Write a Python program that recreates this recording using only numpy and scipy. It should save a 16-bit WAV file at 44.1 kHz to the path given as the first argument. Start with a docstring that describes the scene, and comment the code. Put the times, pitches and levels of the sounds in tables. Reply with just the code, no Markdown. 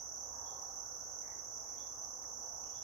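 """Crickets in quiet woods

A dense chorus of crickets, modelled as patchy noise, trills around 6 kHz; nearer ones, built as trains
of gliding tones, pulse mostly on the right. Under them lie filtered-noise traffic, wavering hums and hiss.
A small bird whistles three times, animals call far off as narrow noise bands, and twigs tick twice.
Convolution with decaying random echoes gives the calls, tyre swells and separate crickets a soft tail."""
import sys
import numpy as np
from scipy import signal
from scipy.fft import rfft, irfft
from scipy.io import wavfile
from scipy.ndimage import uniform_filter1d

SR = 44100
rng = np.random.default_rng(int(sys.argv[2]) if len(sys.argv) > 2 else 0)


def master(y):
    """Save y as 16-bit WAV."""
    cut = np.clip(np.atleast_2d(y).T, -1, 1)
    pcm = np.round(cut * 32767)  # scale
    wavfile.write(sys.argv[1], SR, pcm.astype(np.int16))


N = 124803
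TIME = np.arange(N) / SR  # s


def amp(db):
    """Level to amplitude: 20 dB is a factor of ten."""
    return 10 ** (np.asarray(db) / 20)


def unit(x):
    """Normalization to a root-mean-square value of 1."""
    return x / np.sqrt(np.mean(x ** 2) + 1e-20)


def pan(db):
    """Interaural level difference: gains of mean power 1, positive to the left."""
    return unit(amp([[db / 2], [-db / 2]]))


def read(points, hz):
    """Interpolation along a logarithmic frequency axis."""
    f, value = np.transpose(points)
    return np.interp(np.log(hz + 1), np.log(np.sort(f) + 1), value)


def add(mix, s, sound):
    """Superposition: the sound is summed in from time s."""
    part = mix[..., max(round(s * SR), 0):][..., :sound.shape[-1]]
    part += sound[..., :part.shape[-1]]


def progress(length):
    """Normalized time, from 0 to 1 over an event of the given length in seconds."""
    return np.arange(0, length, 1 / SR) / length


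def band(hz, width_hz, size=N):
    """Gaussian band-pass filtering of white noise; around 0 Hz it gives a slow random drift."""
    f = np.fft.rfftfreq(N, 1 / SR)
    spectrum = rfft(rng.standard_normal(N)) * np.exp(-((f - hz) / width_hz) ** 2)
    return unit(irfft(spectrum, N)[:size])


def wash(spectrum, patchy_db, likeness=None, closed=False):
    """Spectral shaping of stereo noise, with level patches in time and frequency and set coherence."""
    frames, hz = N // 256 + 6, np.fft.rfftfreq(2048, 1 / SR)
    a, b, c, d, patches = rng.standard_normal((5, frames, len(hz)))
    patches = uniform_filter1d(patches, size=14, axis=0)
    patches = unit(uniform_filter1d(patches, size=18, axis=1))
    same = np.clip(read(likeness, hz), -1, 1) if likeness else 0
    left = a + 1j * b
    right = same * left + np.sqrt(1 - same ** 2) * (c + 1j * d)
    z = np.array([left, right]) * amp(read(spectrum, hz) + patchy_db * patches)
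    if closed:  # nothing outside the tabulated band
        z *= (hz > spectrum[0][0]) & (hz < spectrum[-1][0])
    sound = signal.istft(z.swapaxes(1, 2), nperseg=2048, noverlap=1792)[1]
    return unit(sound[:, 512:512 + N])


WOODS_T60_S, WOODS_BUILD_S = 0.64, 0.004  # 60 dB decay time, build-up time constant


def woods(x, t60_s):
    """Multiple scattering: sparse echoes from trunks and leaves decay, independently at each ear."""
    t = TIME[:SR]
    taps = rng.standard_normal((2, SR)) * (rng.random((2, SR)) < .1)
    tail = taps * (1 - np.exp(-t / WOODS_BUILD_S)) * amp(-60 * t / t60_s)
    wet = signal.fftconvolve(x[None], tail, axes=1)
    return wet * np.linalg.norm(x) / np.linalg.norm(wet, axis=1, keepdims=True)


# microphone hiss spectrum: (frequency [Hz], relative density [dB per Hz])
HISS_SPECTRUM = [(2000, -9.5), (4000, -9), (7600, -4), (9000, 2), (11000, -0.5), (13500, 0), (16000, 3)]
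HISS_DB, HISS_PAN_DB = -71.5, 6.5


def hiss():
    """Stationary random noise: the microphone's hiss, independent in the two channels."""
    return amp(HISS_DB) * pan(HISS_PAN_DB) * wash(HISS_SPECTRUM, 0)


# far machinery: (frequency [Hz], level [dB])
HUM_TONES = [(62.5, -72.5), (110, -82.5), (520, -72.5)]
HUM_WANDER_HZ, HUM_PAN_DB = 2.16, -4.5


def hums():
    """Frequency and amplitude modulation: slow random drifts waver each machine's tone."""
    total = 0
    for hz, db in HUM_TONES:
        pitch = hz + HUM_WANDER_HZ * band(0, 6.4)
        tone = np.sin(2 * np.pi * np.cumsum(pitch) / SR)
        total = total + amp(db) * unit(tone * (1 + 0.8 * band(0, 4.7)))
    return pan(HUM_PAN_DB) * total


# far traffic and air: (frequency [Hz], relative density [dB per Hz])
TRAFFIC_SPECTRUM = [(25, -33), (38, -8), (60, -1.5), (105, -2), (165, -15.5), (240, -6.5), (320, -10),
                    (480, -3.5), (620, -3.5), (790, 1.5), (900, -3.5), (1120, -4), (1500, -13), (2000, -24),
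                    (2700, -35), (4000, -36.5), (6000, -60)]
# similarity of the two channels: (frequency [Hz], left-right coherence [0 to 1])
TRAFFIC_COHERENCE = [(60, 0.94), (160, .8), (450, 0.49), (740, 0.27), (1220, 0.21), (2000, 0)]
TRAFFIC_DB, TRAFFIC_PAN_DB, TRAFFIC_PATCHY_DB = -57.5, -2, 1


def traffic():
    """Partial coherence: the traffic wash is most alike at the two ears at low frequencies."""
    sound = wash(TRAFFIC_SPECTRUM, TRAFFIC_PATCHY_DB, TRAFFIC_COHERENCE)
    return amp(TRAFFIC_DB) * pan(TRAFFIC_PAN_DB) * sound


# tyre noise on the far road: (time [s], length [s], first frequency [Hz], last frequency [Hz],
# width [Hz], level [dB])
TYRE_SWELLS = [(.14, .52, 940.4, 1061, 260, -59), (.5, .85, 1175, 1606, 128, -72.5),
               (2.35, .32, 730, 850, 140, -60.5)]


def tyres(length, first_hz, last_hz, width_hz, db):
    """Noise modulation of a gliding carrier: a band of road noise swells, climbs and fades."""
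    u = progress(length)
    carrier = np.cos(2 * np.pi * np.cumsum(first_hz + (last_hz - first_hz) * u) / SR)
    sound = unit(np.sin(np.pi * u) * carrier * band(0, width_hz, size=len(u)))
    return amp(db) * pan(TRAFFIC_PAN_DB) * woods(sound, WOODS_T60_S)


# hoarse animals: (time [s], length [s], pitch [Hz], width [Hz], level [dB], left-right difference [dB])
DISTANT_CALLS = [(0.5, 0.034, 3470, 120, -83, 0), (.12, 0.088, 3180, 200, -88, 5),
                 (0.35, 0.083, 930, 120, -56, -6), (0.3, 0.16, 1655, 130, -72, -4),
                 (.38, .28, 780, 40, -60, -17), (1.2, 0.11, 1900, 340, -66, -1),
                 (1.22, 0.13, 1870, 350, -72.5, -1), (1.6, 0.17, 2040, 480, -74.5, -1),
                 (2.62, 0.079, 2860, 770, -75, 2)]


def far_call(length, hz, width_hz, db, pan_db):
    """Resonance and scattering: only a hoarse call's strongest resonance and its echoes arrive."""
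    u = progress(length)
    call = unit(np.sqrt(np.sin(np.pi * u)) * band(hz, width_hz, size=len(u)))
    return amp(db) * pan(pan_db) * woods(call, WOODS_T60_S)


# twigs: (time [s], frequency [Hz], noise level before the envelope [dB])
TWIG_TICKS = [(2.238, 1760, -70), (2.635, 2700, -77)]
TICK_WIDTH_HZ, TICK_DECAY_S = 440, 0.0086  # the envelope peaks at half TICK_DECAY_S


def tick(hz, db):
    """Damped impulse response: a twig's short, dull tick is narrow noise that rises and dies away."""
    t = TIME[:SR // 10]
    envelope = t / TICK_DECAY_S * np.exp(2 - 2 * t / TICK_DECAY_S)
    return amp(db) * unit(band(hz, TICK_WIDTH_HZ, size=len(t))) * envelope


# bird: (time [s], length [s], middle pitch [Hz], level of the echoes [dB], left-right difference [dB])
BIRD_CHIRPS = [(0.426, .08, 3390, -71, 5.5), (1.756, 0.067, 3396, -68.5, 0.5),
               (2.707, 0.0716, 3380, -70, 4)]
CHIRP_RISE_HZ, CHIRP_ROUGH_HZ = 200, 95
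CHIRP_DIRECT_DB, CHIRP_T60_S = -8.5, 0.56  # direct sound relative to the note that feeds the echoes


def chirp(length, hz, db, pan_db):
    """Frequency modulation: a rising, slightly rough whistle, heard mostly through its echoes."""
    u = progress(length)
    pitch = hz + CHIRP_RISE_HZ * (u - .5) + CHIRP_ROUGH_HZ * band(0, 270, size=len(u))
    note = unit(np.sin(np.pi * u ** 1.53) * np.sin(2 * np.pi * np.cumsum(pitch) / SR))
    sound = woods(note, CHIRP_T60_S)
    add(sound, 0, amp(CHIRP_DIRECT_DB) * note)
    return amp(db) * pan(pan_db) * sound


# far crickets blended into one band: (frequency [Hz], relative density [dB per Hz])
CHORUS_SPECTRUM = [(4250, -53), (4530, -38), (4720, -46.5), (4930, -36), (5200, -21.5), (5500, -18.5),
                   (5800, -5.5), (6020, -2), (6170, -3.5), (6450, -9.5), (6800, -19), (6980, -25.5),
                   (7200, -30.5), (7400, -42), (7900, -44.5), (8300, -56)]
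# the chorus an octave up: (frequency [Hz], relative density [dB per Hz])
OVERTONE_SPECTRUM = [(10200, -19), (11100, -12), (11700, -1), (12000, 1), (12400, -6), (13000, -6.5),
                     (13800, -21)]
CHORUS_DB, CHORUS_PAN_DB, CHORUS_PATCHY_DB = -46.5, -5.8, 0.82
OVERTONE_DB, OVERTONE_PAN_DB = -71.5, -2.5


def chorus():
    """Incoherent summation: countless far crickets merge into a noise band and its weak octave."""
    song = wash(CHORUS_SPECTRUM, CHORUS_PATCHY_DB, closed=True)
    octave = wash(OVERTONE_SPECTRUM, CHORUS_PATCHY_DB, closed=True)
    return amp(CHORUS_DB) * pan(CHORUS_PAN_DB) * song + amp(OVERTONE_DB) * pan(OVERTONE_PAN_DB) * octave


PITCH_WANDER, CRICKET_OCTAVE_DB = 0.00305, -31.5  # fraction of pitch, octave relative to fundamental


def trill(strokes, pitch, envelope, spread_db, echo_db):
    """Pulse-train modulation: wing strokes of random strength and phase, with their echoes."""
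    size, start = rng.standard_normal((256, 2))[strokes.astype(int)].T
    wandering = pitch * (1 + PITCH_WANDER * band(0, 18.98))
    phase = 2 * np.pi * (np.cumsum(wandering) / SR + start)
    tone = np.sin(phase) + amp(CRICKET_OCTAVE_DB) * np.sin(2 * phase)
    song = unit(envelope * amp(spread_db * size) * tone)
    # a second of song beforehand lets the echoes already be ringing at the start
    echo = woods(np.concatenate([song[-SR:], song]), WOODS_T60_S)[:, SR:SR + N]
    return unit(song + amp(echo_db) * echo)


# crickets further off: (stroke rate [per s], pitch [Hz], fall within a stroke [Hz], stroke length [s],
# level [dB], left-right difference [dB], echo relative to direct song [dB])
FURTHER_CRICKETS = [(36.6, 6810, 210, 0.012, -67, -5.5, 6), (36.66, 7170, 180, .013, -76.5, -14, 8.5),
                    (31.56, 6050, 250, .009, -56.5, -8.5, 2.5), (33.66, 5520, 550, .012, -63.5, 6, 1)]
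STROKE_SPREAD_DB, RATE_WANDER = 3.8, .008  # RATE_WANDER is a fraction of the rate


def cricket(rate, hz, fall_hz, stroke_s, db, pan_db, echo_db):
    """Stridulation: each wing stroke is a short tone that sags in pitch as the wing slows."""
    strokes = np.cumsum(rate * (1 + RATE_WANDER * band(0, 2))) / SR + rng.random()
    u = np.minimum(strokes % 1 / rate / stroke_s, 1)  # silent once it reaches 1
    song = trill(strokes, hz - fall_hz * u ** 4, np.sin(np.pi * u), STROKE_SPREAD_DB, echo_db)
    return amp(db) * pan(pan_db) * song


# one stroke, two pushes and a falling tail: (time [s], pitch [Hz], relative level [dB])
NEAR_STROKE = [(0, 5860, -36), (.003, 5770, -6), (.0055, 5745, -7), (.007, 5745, -8), (.0095, 5750, -1),
               (.0118, 5700, 0), (.014, 5580, -10), (.016, 5190, -22), (.019, 4920, -27), (.022, 4820, -50)]
NEAR_STROKES_PER_S, NEAR_FIRST_S = 33.73, -.0072
NEAR_DB, NEAR_SPREAD_DB = -52.9, 1.7
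NEAR_PAN_DB, NEAR_ECHO_DB = -17, -10


def near_cricket():
    """Periodic stridulation: the nearest cricket repeats its stroke at a strictly constant rate."""
    strokes = (TIME - NEAR_FIRST_S) * NEAR_STROKES_PER_S
    age = strokes % 1 / NEAR_STROKES_PER_S
    s, hz, db = np.transpose(NEAR_STROKE)
    pitch, envelope = np.interp(age, s, hz), amp(np.interp(age, s, db))
    song = trill(strokes, pitch, envelope, NEAR_SPREAD_DB, NEAR_ECHO_DB)
    return amp(NEAR_DB) * pan(NEAR_PAN_DB) * song


def scene():
    """Linear superposition: continuous sources throughout, with timed events on top."""
    mix = hiss() + hums() + traffic() + chorus()
    for row in FURTHER_CRICKETS:
        mix += cricket(*row)
    mix += near_cricket()
    events = ((tyres, TYRE_SWELLS), (far_call, DISTANT_CALLS), (tick, TWIG_TICKS), (chirp, BIRD_CHIRPS))
    for source, table in events:
        for s, *row in table:
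            add(mix, s, source(*row))
    return mix


EDGE_HZ = 15720


def record(dry):
    """Band limitation: the recorder's linear-phase low-pass removes the highest frequencies."""
    lowpass = signal.firwin(1023, EDGE_HZ, window=("kaiser", 9), fs=SR)
    return signal.oaconvolve(dry, lowpass[None], "same")


dry = scene()
out = record(dry)
master(out)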